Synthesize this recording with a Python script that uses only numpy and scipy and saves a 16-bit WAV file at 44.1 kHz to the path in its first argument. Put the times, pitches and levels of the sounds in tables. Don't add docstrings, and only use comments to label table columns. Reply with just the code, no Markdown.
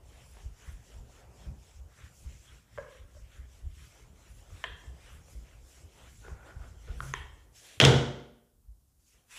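import sys
import numpy as np
from scipy import signal
from scipy.fft import rfft, irfft, next_fast_len
from scipy.io import wavfile
from scipy.ndimage import uniform_filter1d

SR = 44100
rng = np.random.default_rng(int(sys.argv[2]) if len(sys.argv) > 2 else 0)


def wav_out(sig):
    wavfile.write(sys.argv[1], SR, np.round(np.clip(np.atleast_2d(sig).T, -1, 1) * 32767).astype(np.int16))


def attenuation_scalar(level_db):
    decades = np.asarray(level_db, float) / 20
    return 10 ** decades


N = 413658

# full speed from [s], held [s], press [dB],
# loose flour over the press [dB], grind over the press [dB].
STROKES = [(0.09, 0.17, -64, -7, -2), (0.31, 0.14, -65.5, -3.5, 0), (0.6, 0.12, -64, -2.5, 6.5),
           (0.859, 0.11, -66.5, 0, -1.5), (1.12, 0.084, -65.5, -4, 5), (1.38, .08, -66, -1, 1.5),
           (1.63, 0.13, -68, 0.5, -3), (1.972, 0.09, -64.5, -3.5, 7.5), (2.17, 0.22, -67, 2.5, -3),
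           (2.44, 0.13, -63, -8, 2), (2.761, 0.044, -67, -3.5, 6), (2.91, 0.068, -62.5, -12, -2),
           (3.155, 0.03, -73, 9, 6), (3.33, 0.045, -64, -9, 3.5), (3.53, 0.055, -70, 3.5, 0.5),
           (3.77, 0.094, -62, -6, 0), (3.92, 0.11, -66, -4, -0.5), (4.198, 0.11, -65.5, -6.5, 0),
           (4.38, 0.036, -69, 1.5, -1), (4.53, 0.13, -60.5, -7.5, 0.5), (4.8, 0.078, -71, 6.5, -1.5),
           (5.02, 0.13, -61, -9.5, 4.5), (5.3, 0.031, -68, 6.5, 1), (5.42, 0.14, -68, -4.5, 3),
           (5.7, 0.093, -66, 4, 1), (5.951, 0.15, -62, -9, 1), (6.17, 0.14, -65.5, -0.5, -13),
           (6.46, 0.035, -65, -6, 1), (6.62, 0.071, -68.5, 1, 2), (6.83, 0.19, -61.5, -11, -3)]
# full from [s], held [s], press [dB], loose flour over the press [dB].
HANDS = [(7.03, 0.057, -62.5, 7.5), (7.085, 0.02, -62.5, -5), (7.158, 0.013, -54, -13),
         (7.24, 0.195, -75.5, 3), (7.56, 0.072, -65, 9.5), (7.65, 0.09, -58.5, -3), (8.78, .04, -100, 16),
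         (8.88, .04, -95, 16), (9.0, 0.053, -88, 16), (9.07, .07, -80, 15), (9.12, 0.087, -76, -10),
         (9.316, 0.046, -57, -1), (9.365, .03, -50.5, -8)]
HAND_RISE, HAND_FALL = 520, 130
# resonance [Hz], width [Hz], level [dB].
TICK_MODES = [(5180, 870, -6.5), (6990, 2500, -3.5), (8300, 1400, -3), (10440, 2400, -13.5)]
# resonance [Hz], width [Hz], level [dB].
WORKTOP_MODES = [(233, 130, 0.5), (370, 120, 5.5), (470, 120, 6), (640, 100, 2)]


def unit(x):
    return x / np.sqrt(np.mean(x ** 2) + 1e-20)


def along(points, hz):
    f, v = np.transpose(points)
    return np.interp(np.log(hz + 1), np.log(f + 1), v)


def curves(rows, rest):
    rows = np.array(rows, float)
    quiet = [np.r_[s, np.full(rows.shape[1] - 1, -110.)] for s in rest]
    rows = np.vstack([rows, quiet])
    s, *columns = rows[np.argsort(rows[:, 0])].T
    return [np.interp(np.arange(N) / SR, s, c) for c in columns]


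def swells(rows, rise, fall, over_db=0.):
    s, held, db = np.transpose(rows)[:3, :, None]
    t = np.arange(0, N + 64, 64) / SR
    lost_db = rise * np.maximum(s - t, 0) + fall * np.maximum(t - s - held, 0)
    level = attenuation_scalar(db + np.reshape(over_db, (-1, 1)) - lost_db)
    gain = np.sqrt(np.sum(level ** 2, axis=0))
    return np.interp(np.arange(N) / SR, t, gain)


def filtered(x, response):
    m = next_fast_len(len(x) + SR // 8)
    return irfft(rfft(x, m) * response(np.fft.rfftfreq(m, 1 / SR)), m)[:len(x)]


def parted(x, hz):
    low = filtered(x, lambda f: 1 / (1 + (f / hz) ** 6))
    return low, x - low


def rush(spectrum, patchy_db, grit_db):
    sizes = rng.exponential(size=N // 32 + 1).repeat(32)[:N]
    grains = rng.standard_normal(N) * attenuation_scalar(grit_db * sizes)
    z = signal.stft(grains, nperseg=512)[2]
    field = uniform_filter1d(rng.standard_normal(z.shape), size=6, axis=0)
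    field = uniform_filter1d(field, size=8, axis=1)
    x = signal.istft(z * attenuation_scalar(patchy_db * unit(field)), nperseg=512)[1][:N]
    points = [(1, -120), *spectrum, (SR / 2, -90)]
    return unit(filtered(x, lambda hz: attenuation_scalar(along(points, hz))))


def steadied(x, share):
    swing = np.sqrt(np.abs(uniform_filter1d(x * x, size=SR // 30)) + 1e-3)
    return unit(x / swing ** share)


def struck(modes, contact, scatter_db=1.0):
    u = np.arange(SR // 4) / SR / contact
    blow = u * u * np.exp(-u)
    gains = [attenuation_scalar(db + scatter_db * rng.standard_normal()) for _, _, db in modes]

    def response(f):
        total = 0
        for k, (g, (centre, width, _)) in enumerate(zip(gains, modes)):
            band = 1j * f * width
            total = total + (-1) ** k * g * band / (centre * centre - f * f + band)
        return total

    ring = filtered(blow, response)
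    return ring / np.abs(ring).max()


def cracked(ring, share_db, t60):
    t = np.arange(SR // 50) / SR
    spray = attenuation_scalar(share_db - 60 * t / t60) * rng.standard_normal(len(t))
    spray[0] = 1
    ring = signal.fftconvolve(ring, spray)[:len(ring)]
    return ring / np.abs(ring).max()


def echoed(x, gap=.004, swell=.014):
    # pitch [Hz], t60 [s].
    kitchen = [(150, 0.76), (500, 0.66), (1500, 0.65), (3500, 0.61), (7000, 0.57), (12000, 0.42)]
    hz, t, z = signal.stft(rng.standard_normal(3 * SR // 4), SR, nperseg=256)
    decay = attenuation_scalar(-60 * t / along(kitchen, hz)[:, None])
    tail = signal.istft(z * decay, SR, nperseg=256)[1]
    tail = tail * np.clip((np.arange(len(tail)) / SR - gap) / swell, 0, 1)
    return signal.fftconvolve(x, tail / np.linalg.norm(tail))


def add(track, s, sound):
    part = track[round(s * SR):][:len(sound)]
    part += sound[:len(part)]


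def add_with_echo(track, s, ring, echo_db):
    add(track, s, ring)
    add(track, s, attenuation_scalar(echo_db) * echoed(ring))


def still_kitchen():
    # pitch [Hz], density [dB per Hz].
    hiss = [(60, -35.5), (100, -1.5), (220, -10.5), (400, -18.5), (840, -23), (2200, -34), (3000, -31.5),
            (4500, -30), (7000, -26), (11200, -24.5), (15500, -28)]
    return attenuation_scalar(-74.5) * rush(hiss, patchy_db=.5, grit_db=0)


def shaken_stand():
    # full from [s], held [s],
    # level [dB], upper part over it [dB].
    shoves = [(0.05, 0.28, -52, -13.5), (0.47, 0.0048, -47, -8), (0.69, 0.12, -54, -6),
              (1.01, 0.022, -43, -11.5), (1.26, 0.047, -55.5, -5), (1.5, 0.003, -42.5, -5),
              (1.8, 0.061, -48, -16), (2.04, .01, -56, 0), (2.28, 0.038, -47.5, -7.5),
              (2.53, 0.03, -53.5, -6.5), (2.78, 0.043, -55, -1.5), (3.01, 0.045, -49, -14.5),
              (3.17, 0.067, -47, -17.5), (3.41, 0.036, -47.5, -13), (3.67, 0.0047, -38.5, -19),
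              (3.83, 0.017, -51.5, -7.5), (4.06, 0.073, -52.5, -7.5), (4.33, 0.042, -48, -12.5),
              (4.53, 0.013, -51.5, -8), (4.7, 0.012, -46.5, -10), (4.88, 0.065, -49.5, -7.5),
              (5.14, 0.044, -46.5, -12), (5.36, 0.07, -49.5, -8.5), (5.57, 0.077, -49.5, -17),
              (5.8, 0.046, -56, -7.5), (6.03, 0.18, -52, -10.5), (6.31, 0.048, -46.5, -8),
              (6.57, 0.14, -47, -11.5), (6.78, 0.088, -49, -31), (6.91, 0.026, -42, -12),
              (7.02, 0.035, -38.5, -12.5), (7.1, 0.034, -59, -1), (7.22, 0.031, -40.5, -22.5),
                (7.34, 0.015, -54.5, -14), (7.48, 0.028, -55, -12), (7.58, 0.29, -73, -3.5),
                (8.36, 0.021, -66, -15), (8.55, 0.044, -68, -15.5), (8.68, 0.012, -54.5, -20),
                (8.8, .4, -67, -31), (9.35, 0.009, -63, -18)]
    # pitch [Hz], density [dB per Hz].
    stand = [(18, -42), (30, -6), (45, 3), (62, 5.5), (90, -5), (120, -24.5), (170, -38)]
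    upper = [(80, -35), (110, -1), (140, -9.5), (190, -15), (280, -24.5)]
    rows = shoves
    rise, fall = 134, 140
    low_gain = attenuation_scalar(-1.5) * swells(rows, rise, fall)
    upper_gain = swells(rows, rise, fall, np.transpose(rows)[-1])
    low = low_gain * steadied(rush(stand, patchy_db=5.5, grit_db=-2.0), share=0.6)
    return low + upper_gain * steadied(rush(upper, patchy_db=1.5, grit_db=0.5), share=0.39)


def cupboard_hum():
    # full from [s], held [s], rms [dB].
    hum = (7.075, .03, -43)
    tone = np.sqrt(2) * np.sin(2 * np.pi * 135 * np.arange(N) / SR)
    return swells([hum], rise=200, fall=150) * tone


def thuds():
    # start [s], peak [dB], pitch [Hz], length [s].
    rim_hits = [(0.453, -31, 51.5, 0.013), (0.676, -32.5, 70, 0.012), (0.678, -47, 140, .008),
                (0.727, -35, 46.2, 0.019), (0.995, -48, 76, 0.0087), (1.241, -50, 70.4, 0.025),
                (1.465, -29, 58, 0.016), (1.812, -56, 76.4, 0.013), (2.025, -40.5, 74, 0.016),
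                (2.257, -28.5, 55.4, 0.011), (2.768, -63, 80, 0.0062), (2.99, -41, 58, 0.021),
                (3.149, -54, 69, 0.021), (3.653, -33, 43, 0.02), (3.751, -43, 70.4, 0.041),
                (4.529, -33.5, 80, 0.011), (4.728, -39, 52.3, 0.012), (4.863, -41, 65, 0.032),
                (5.122, -42, 68, 0.017), (5.343, -35.5, 56.3, 0.03), (5.834, -42.5, 83, 0.017),
                (6.314, -30, 66, 0.012), (6.316, -43, 130, .008), (6.563, -29.5, 64.7, 0.0086),
                (6.565, -47, 125, .008), (6.9, -41, 125, .008), (6.894, -25, 57, 0.012),
                (7.772, -44, 95, 0.0085), (8.673, -42, 52.7, 0.031)]
    out, t = np.zeros(N), np.arange(SR // 4) / SR
    for s, db, hz, length in rim_hits:
        u = t / max(length, .004)
        push = u * u * np.exp(2 - 2 * u)
        add(out, s, attenuation_scalar(db - 3) * push * np.sin(2 * np.pi * hz * t))
    return out


def tube_knocks():
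    # start [s], peak [dB], pitch [Hz], overtones [dB], echo [dB].
    tube_hits = [(0.365, -54.5, 409, -14, -3), (1.477, -56, 258, -20, -10), (2.776, -40.5, 527, 6, 1),
                 (2.783, -30.5, 583, -1.5, -12), (3.08, -67, 1400, -20, -3), (3.149, -58.5, 590, -1, -1),
                 (3.166, -53, 602, -12, -12), (3.998, -58, 420, -18, -17), (4.262, -60, 376, -16, -16),
                 (4.502, -65, 430, -14, -16), (5.283, -59.5, 560, -17, -10), (6.247, -53, 444, -2, -9),
                 (6.281, -47, 370, -12, -18), (6.88, -48, 460, -14, -2), (4.834, -58, 396, -9, -21)]
    # resonance [Hz], width [Hz], level [dB].
    tube = [(1070, 144, -3), (1645, 92, 2), (2140, 150, -6.5), (3180, 440, -13)]
    out = np.zeros(N)
    for s, db, hz, over_db, echo_db in tube_hits:
        wall = struck([(0.988 * hz, 85, 0)], 0.00016)[:2000]
        cavity = struck([(0.968 * hz, 95, 0)], 0.00016)[:2000]
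        air = np.convolve(wall, cavity)
        air = np.pad(air / np.abs(air).max(), (0, SR // 4 - len(air)))
        ring = attenuation_scalar(db) * (air + attenuation_scalar(over_db) * struck(tube, .00007))
        add_with_echo(out, s, ring, echo_db)
    return out


def axle_clicks():
    # start [s], peak [dB], echo [dB], rebound after [s], rebound [dB].
    axle_hits = [
        (4.64, -19.5, -5.5, 0.00334, -3.5),
        (7.138, -18.5, -6, 0.0017, -12),
    ]
    # low part [dB], tick [dB], near ping [dB], ping pitch [Hz].
    axle_tone = [
        (-35.5, -20.5, -23, 5500),
        (-17.5, -25.5, -3, 6400),
    ]
    # resonance [Hz], width [Hz], level [dB].
    axle = [
        [(656, 54, -3.5), (1035, 21, 14), (1750, 130, 5.5), (2180, 260, -2.5), (3080, 210, 4), (3530, 270, -25)],
        [(1020, 91, 2), (1450, 540, -6), (1920, 230, -0.1), (2720, 250, -9.5), (3370, 510, -11.5)],
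    ]
    # resonance [Hz], width [Hz], level [dB].
    axle_far = [
        [(430, 97, -4.5), (730, 75, -8), (990, 62, 3), (1750, 140, 2), (2080, 140, -0.5), (2490, 220, -4),
         (2770, 130, 1), (3220, 80, 7), (3520, 64, 4), (3800, 220, -2), (4630, 500, -15)],
        [(420, 120, -5), (750, 160, -9), (1000, 170, 1), (1445, 220, -2.5), (1820, 150, 2), (2260, 180, -4.5),
         (2630, 340, -3), (3200, 170, 0.5), (3680, 440, -9.5), (4400, 600, -24)],
    ]
    out, t = np.zeros(N), np.arange(SR // 50) / SR
    for hit, tone, modes, far in zip(axle_hits, axle_tone, axle, axle_far):
        s, db, echo_db, after, again_db = hit
        low_db, tick_db, ping_db, hz = tone
        ring = struck(modes, .00003)
        ring = ring + attenuation_scalar(low_db) * struck(WORKTOP_MODES[1:3], 0.00055)
        ring = ring + attenuation_scalar(tick_db) * struck(TICK_MODES, .00002)
        ping = attenuation_scalar(db + ping_db - 60 * t / 0.0076) * np.sin(2 * np.pi * hz * t)
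        add(out, s, ping * (1 - np.exp(-t / 0.00063)))
        add(out, s, attenuation_scalar(db) * ring)
        add(out, s + after, attenuation_scalar(db + again_db) * ring)
        add(out, s, attenuation_scalar(db + echo_db) * echoed(struck(far, .000045, scatter_db=2.0), swell=0.0039))
    return out


def handle_knocks():
    # start [s], peak [dB].
    play = [(0.37, -41), (1.371, -56), (1.991, -52), (3.997, -51), (4.505, -48), (4.838, -46), (5.284, -51),
            (6.25, -45), (6.283, -35), (7.153, -46), (7.195, -47)]
    # resonance [Hz], width [Hz], level [dB].
    loose = [(796, 650, 5), (1297, 440, -3.5), (2110, 600, -10.5), (3237, 900, -10)]
    # start [s], peak [dB], echo [dB].
    handle_hit = (7.0045, -24, -11)
    # resonance [Hz], width [Hz], level [dB].
    handle = [(1020, 200, -10), (1380, 260, 0), (2280, 500, -15), (3200, 700, -10)]
    out = np.zeros(N)
    for s, db in play:
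        add_with_echo(out, s, attenuation_scalar(db - 3) * struck(loose, .00004, scatter_db=3), -6)
    s, db, echo_db = handle_hit
    ring = cracked(struck(handle, .00006, scatter_db=.8), share_db=-30, t60=.012)
    add_with_echo(out, s, attenuation_scalar(db) * ring, echo_db)
    return out


def cupboard_boom(since_blow, since_landing):
    # pitch [Hz], level [dB], t60 [s].
    low_modes = [(60.6, -23, 0.81), (68, -30.5, .5), (87, -13, 0.52), (96, -21.5, 0.5), (118.6, -8.5, 0.48),
                 (133.9, -3, 0.52), (142.3, -8, 0.45), (163, -16, 0.48), (214.5, -26.5, 0.6),
                 (224.7, -21.5, .4), (234.4, -19.5, 0.78)]
    panels = [(189.5, -24, .6), (261, -24.5, 0.7), (305, -23, 0.54), (369, -20.5, 0.67), (396, -24.5, 0.38),
              (474, -20, 0.71), (508.7, -30, 0.7), (593, -27.5, 0.8), (708, -27, 0.73), (800, -30, 0.55),
              (900, -30.5, .53), (986, -31.5, 0.57), (1340, -30, .45), (1507, -28.5, 0.61)]
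    boom = np.zeros(len(since_blow))
    for k, (hz, level, t60) in enumerate(low_modes + panels):
        rise_s = 0.037 if k < len(low_modes) else 0.055
        swell = attenuation_scalar(level - 60 * since_blow / t60) * (1 - np.exp(-since_blow / rise_s))
        boom += (-1) ** k * swell * np.sin(2 * np.pi * hz * since_landing)
    return boom


def dropped_pin():
    # start [s], peak [dB], contact [s].
    bounces = [
        (7.8009, -.5, .00005),
        (7.8130, -5, .00006),
        (7.8391, -8, .00007),
        (7.8505, -1.5, .00004),
    ]
    # worktop [dB], tick [dB], boom [dB], echo [dB].
    bounce_tone = [(-16, -11.5, -12.5, -1.5), (-11, -18.5, -16.5, 3), (-10.5, -26.5, -19.5, 6),
                   (-21, -5, -11, -4)]
    # resonance [Hz], width [Hz], level [dB].
    spots = [
        [(1250, 380, -17.5), (2300, 700, -12.5), (3256, 450, 0), (4400, 690, -10), (5900, 270, -14)],
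        [(1530, 140, -10.5), (2320, 450, -15), (3156, 200, 3.5), (4500, 690, -13.5), (5885, 500, -9)],
        [(1398, 300, -17.5), (2300, 550, -14), (3150, 300, 1.5), (3800, 600, -13.5), (5925, 600, -18.5)],
        [(1460, 270, -19.5), (2730, 320, 0.5), (3540, 460, -2), (4900, 700, 0.5), (5600, 500, -4)],
    ]
    # late by [s], t60 [s].
    chatter = [(.0006, .009), (.0004, 0.0065), (.0003, .006), (.0002, .004)]
    # resonance [Hz], width [Hz], level [dB].
    far_clack = [(860, 420, -12), (1440, 150, -8), (2060, 600, -14), (2800, 500, -10.5), (3270, 600, -7),
                 (4000, 660, -10.5), (6100, 3300, -13.5)]
    out, t = np.zeros(N), np.arange(SR) / SR
    landing = min(s for s, _, _ in bounces)
    for bounce, tone, spot, (late, t60) in zip(bounces, bounce_tone, spots, chatter):
        s, db, contact = bounce
        body_db, tick_db, boom_db, echo_db = tone
        clack = cracked(struck(spot, contact, scatter_db=2.5), share_db=-23.5, t60=0.031)
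        tick = cracked(struck(TICK_MODES, .000026), share_db=-11, t60=t60)
        body = attenuation_scalar(db + body_db) * struck(WORKTOP_MODES, 0.00007)
        to_walls = attenuation_scalar(db - 1.5) * struck(far_clack, .00003) + attenuation_scalar(5.0) * body
        add(out, s + late, attenuation_scalar(db + tick_db) * tick)
        add(out, s, attenuation_scalar(db) * clack + body)
        add(out, s, attenuation_scalar(echo_db) * echoed(to_walls, gap=0.0017, swell=0.0073))
        add(out, s, attenuation_scalar(db + boom_db) * cupboard_boom(t, t + s - landing))
    return out


def drag_gain():
    # full from [s], held [s], level [dB].
    drags = [(6.256, 0.048, -54), (6.36, 0.11, -60.5), (6.475, 0.016, -53.5), (6.62, 0.03, -57),
             (6.89, .005, -56), (7.025, 0.01, -52.5)]
    return swells(drags, rise=350, fall=160)


def pin_weight(late_s=0, over_db=0):
    s, held, db = np.transpose(STROKES)[:3]
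    rows = np.transpose([s + late_s + 0.29 * held, 0.47 * held, db])
    return swells(rows, 108, 123, over_db)


def hand_press():
    return swells(HANDS, HAND_RISE, HAND_FALL)


def flour_gain(share):
    pin = swells(STROKES, 125, 130, share * np.transpose(STROKES)[3])
    return np.hypot(pin, swells(HANDS, HAND_RISE, HAND_FALL, share * np.transpose(HANDS)[-1]))


def dragging_axle():
    # pitch [Hz], density [dB per Hz].
    sleeve = [(800, -14), (1250, -8), (1450, 0.5), (1650, -9), (2300, -16.5)]
    return attenuation_scalar(-3.5) * drag_gain() * rush(sleeve, patchy_db=2.5, grit_db=1.5)


def sliding_skin():
    # full from [s], held [s], level [dB].
    slips = [(0.27, 0.033, -71), (0.68, .04, -71), (2.16, 0.063, -71), (3.81, 0.086, -74),
             (4.3, 0.086, -73), (5.14, .02, -72), (5.32, 0.013, -67.5), (5.69, 0.034, -70),
             (6.1, 0.11, -72.5), (7.03, 0.034, -60), (7.56, 0.23, -69), (9.0, 0.054, -84.5),
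             (9.07, .07, -77.5), (9.17, .03, -82.5), (9.31, 0.054, -71.5)]
    # pitch [Hz], density [dB per Hz].
    skin = [(7500, -30.5), (9000, -2), (11000, -2.5), (12500, -9), (15000, -12.5)]
    gain = np.hypot(attenuation_scalar(-9) * flour_gain(0.44), swells(slips, rise=220, fall=170))
    return gain * rush(skin, patchy_db=2.5, grit_db=1.5)


def squeezed_dough():
    # time [s], level [dB], squeak [dB].
    knead = [(0, -64, -0.5), (0.2, -72.5, 5.5), (0.79, -72.5, 2), (0.93, -63.5, 1), (1.05, -67.5, -3),
             (1.2, -69.5, 6), (1.3, -63, 1), (1.45, -67.5, 5.5), (1.6, -70.5, 2.5), (2.63, -78, 1),
             (2.92, -66.5, -4), (3.12, -73, -2.5), (3.65, -71.5, 1), (3.82, -83, -4), (3.95, -68.5, 0),
             (4.2, -70, 0.5), (5.0, -67, 0), (5.6, -70, 0), (5.8, -66, -3), (6.02, -62, 2), (6.16, -74, -3),
             (6.3, -67, 1.5), (6.5, -69, 3), (7.1, -68.5, 3), (7.55, -74.5, 3.5), (7.7, -72.5, 5),
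             (7.78, -59.5, -4), (9.14, -80, 5), (9.3, -84, -1)]
    # pitch [Hz], density [dB per Hz].
    dough = [(150, -36.5), (250, 1), (500, 2), (720, -1), (900, -4), (1300, -9.5)]
    knead_db, squeak_db = curves(knead, rest=(7.84, 8.98))
    weight = pin_weight()
    under_pin = attenuation_scalar(-10) * weight
    under_palm = attenuation_scalar(-19) * np.hypot(weight, hand_press())
    under_axle = attenuation_scalar(-5.5) * drag_gain()
    gain = np.sqrt(attenuation_scalar(knead_db) ** 2 + under_pin ** 2 + under_palm ** 2 + under_axle ** 2)
    deep, squeak = parted(rush(dough, patchy_db=2.2, grit_db=0), 450)
    return gain * (deep + attenuation_scalar(np.maximum(squeak_db, -12)) * squeak)


def pressing_surface():
    # pitch [Hz], density [dB per Hz].
    pressed = [(600, -20.5), (1000, 1), (1400, 6), (2200, 6.5), (3300, 6), (4200, -2.5), (6000, -26)]
    palm = [(900, -23), (1600, -3.5), (2600, -3), (3300, 0), (4400, -8.5), (6000, -33)]
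    brush = (7.5, 7.84)
    hands = hand_press()
    press = np.hypot(pin_weight(), hands)
    grind = pin_weight(late_s=0.018, over_db=np.transpose(STROKES)[4])
    low, high = parted(rush(pressed, patchy_db=2.5, grit_db=1), 1840)
    rolled = np.hypot(grind, hands) * low + press * high
    brushed = press * rush(palm, patchy_db=.6, grit_db=.5)
    brushing = np.abs(np.arange(N) / SR - np.mean(brush)) < np.ptp(brush) / 2
    return np.where(brushing, brushed, rolled)


def crushed_flour():
    # pitch [Hz], density [dB per Hz].
    grains = [(3500, -18), (4800, -10.5), (5600, -6.5), (6500, -7.5), (7500, -5.5), (8200, -10),
              (8800, -16), (10000, -26.5)]
    return flour_gain(0.6) * rush(grains, patchy_db=2.2, grit_db=0.14)


def scene():
    slab = shaken_stand() + cupboard_hum() + thuds()
    knocks = tube_knocks() + axle_clicks() + handle_knocks()
    rubbing = dragging_axle() + sliding_skin()
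    rolling = squeezed_dough() + pressing_surface() + crushed_flour()
    return (still_kitchen() + slab + knocks + dropped_pin() + rubbing + rolling)[None]


def band_limit(x):
    return signal.sosfilt(signal.butter(12, 16240, fs=SR, output="sos"), x)


def record(dry):
    ceiling, top_hz = .97, 15500
    x = dry[0] / (1 + np.abs(dry[0] / ceiling) ** 4) ** (1 / 4)
    x = filtered(x, lambda hz: hz < top_hz)[None]
    return band_limit(x)


dry = scene()
out = record(dry)
wav_out(out)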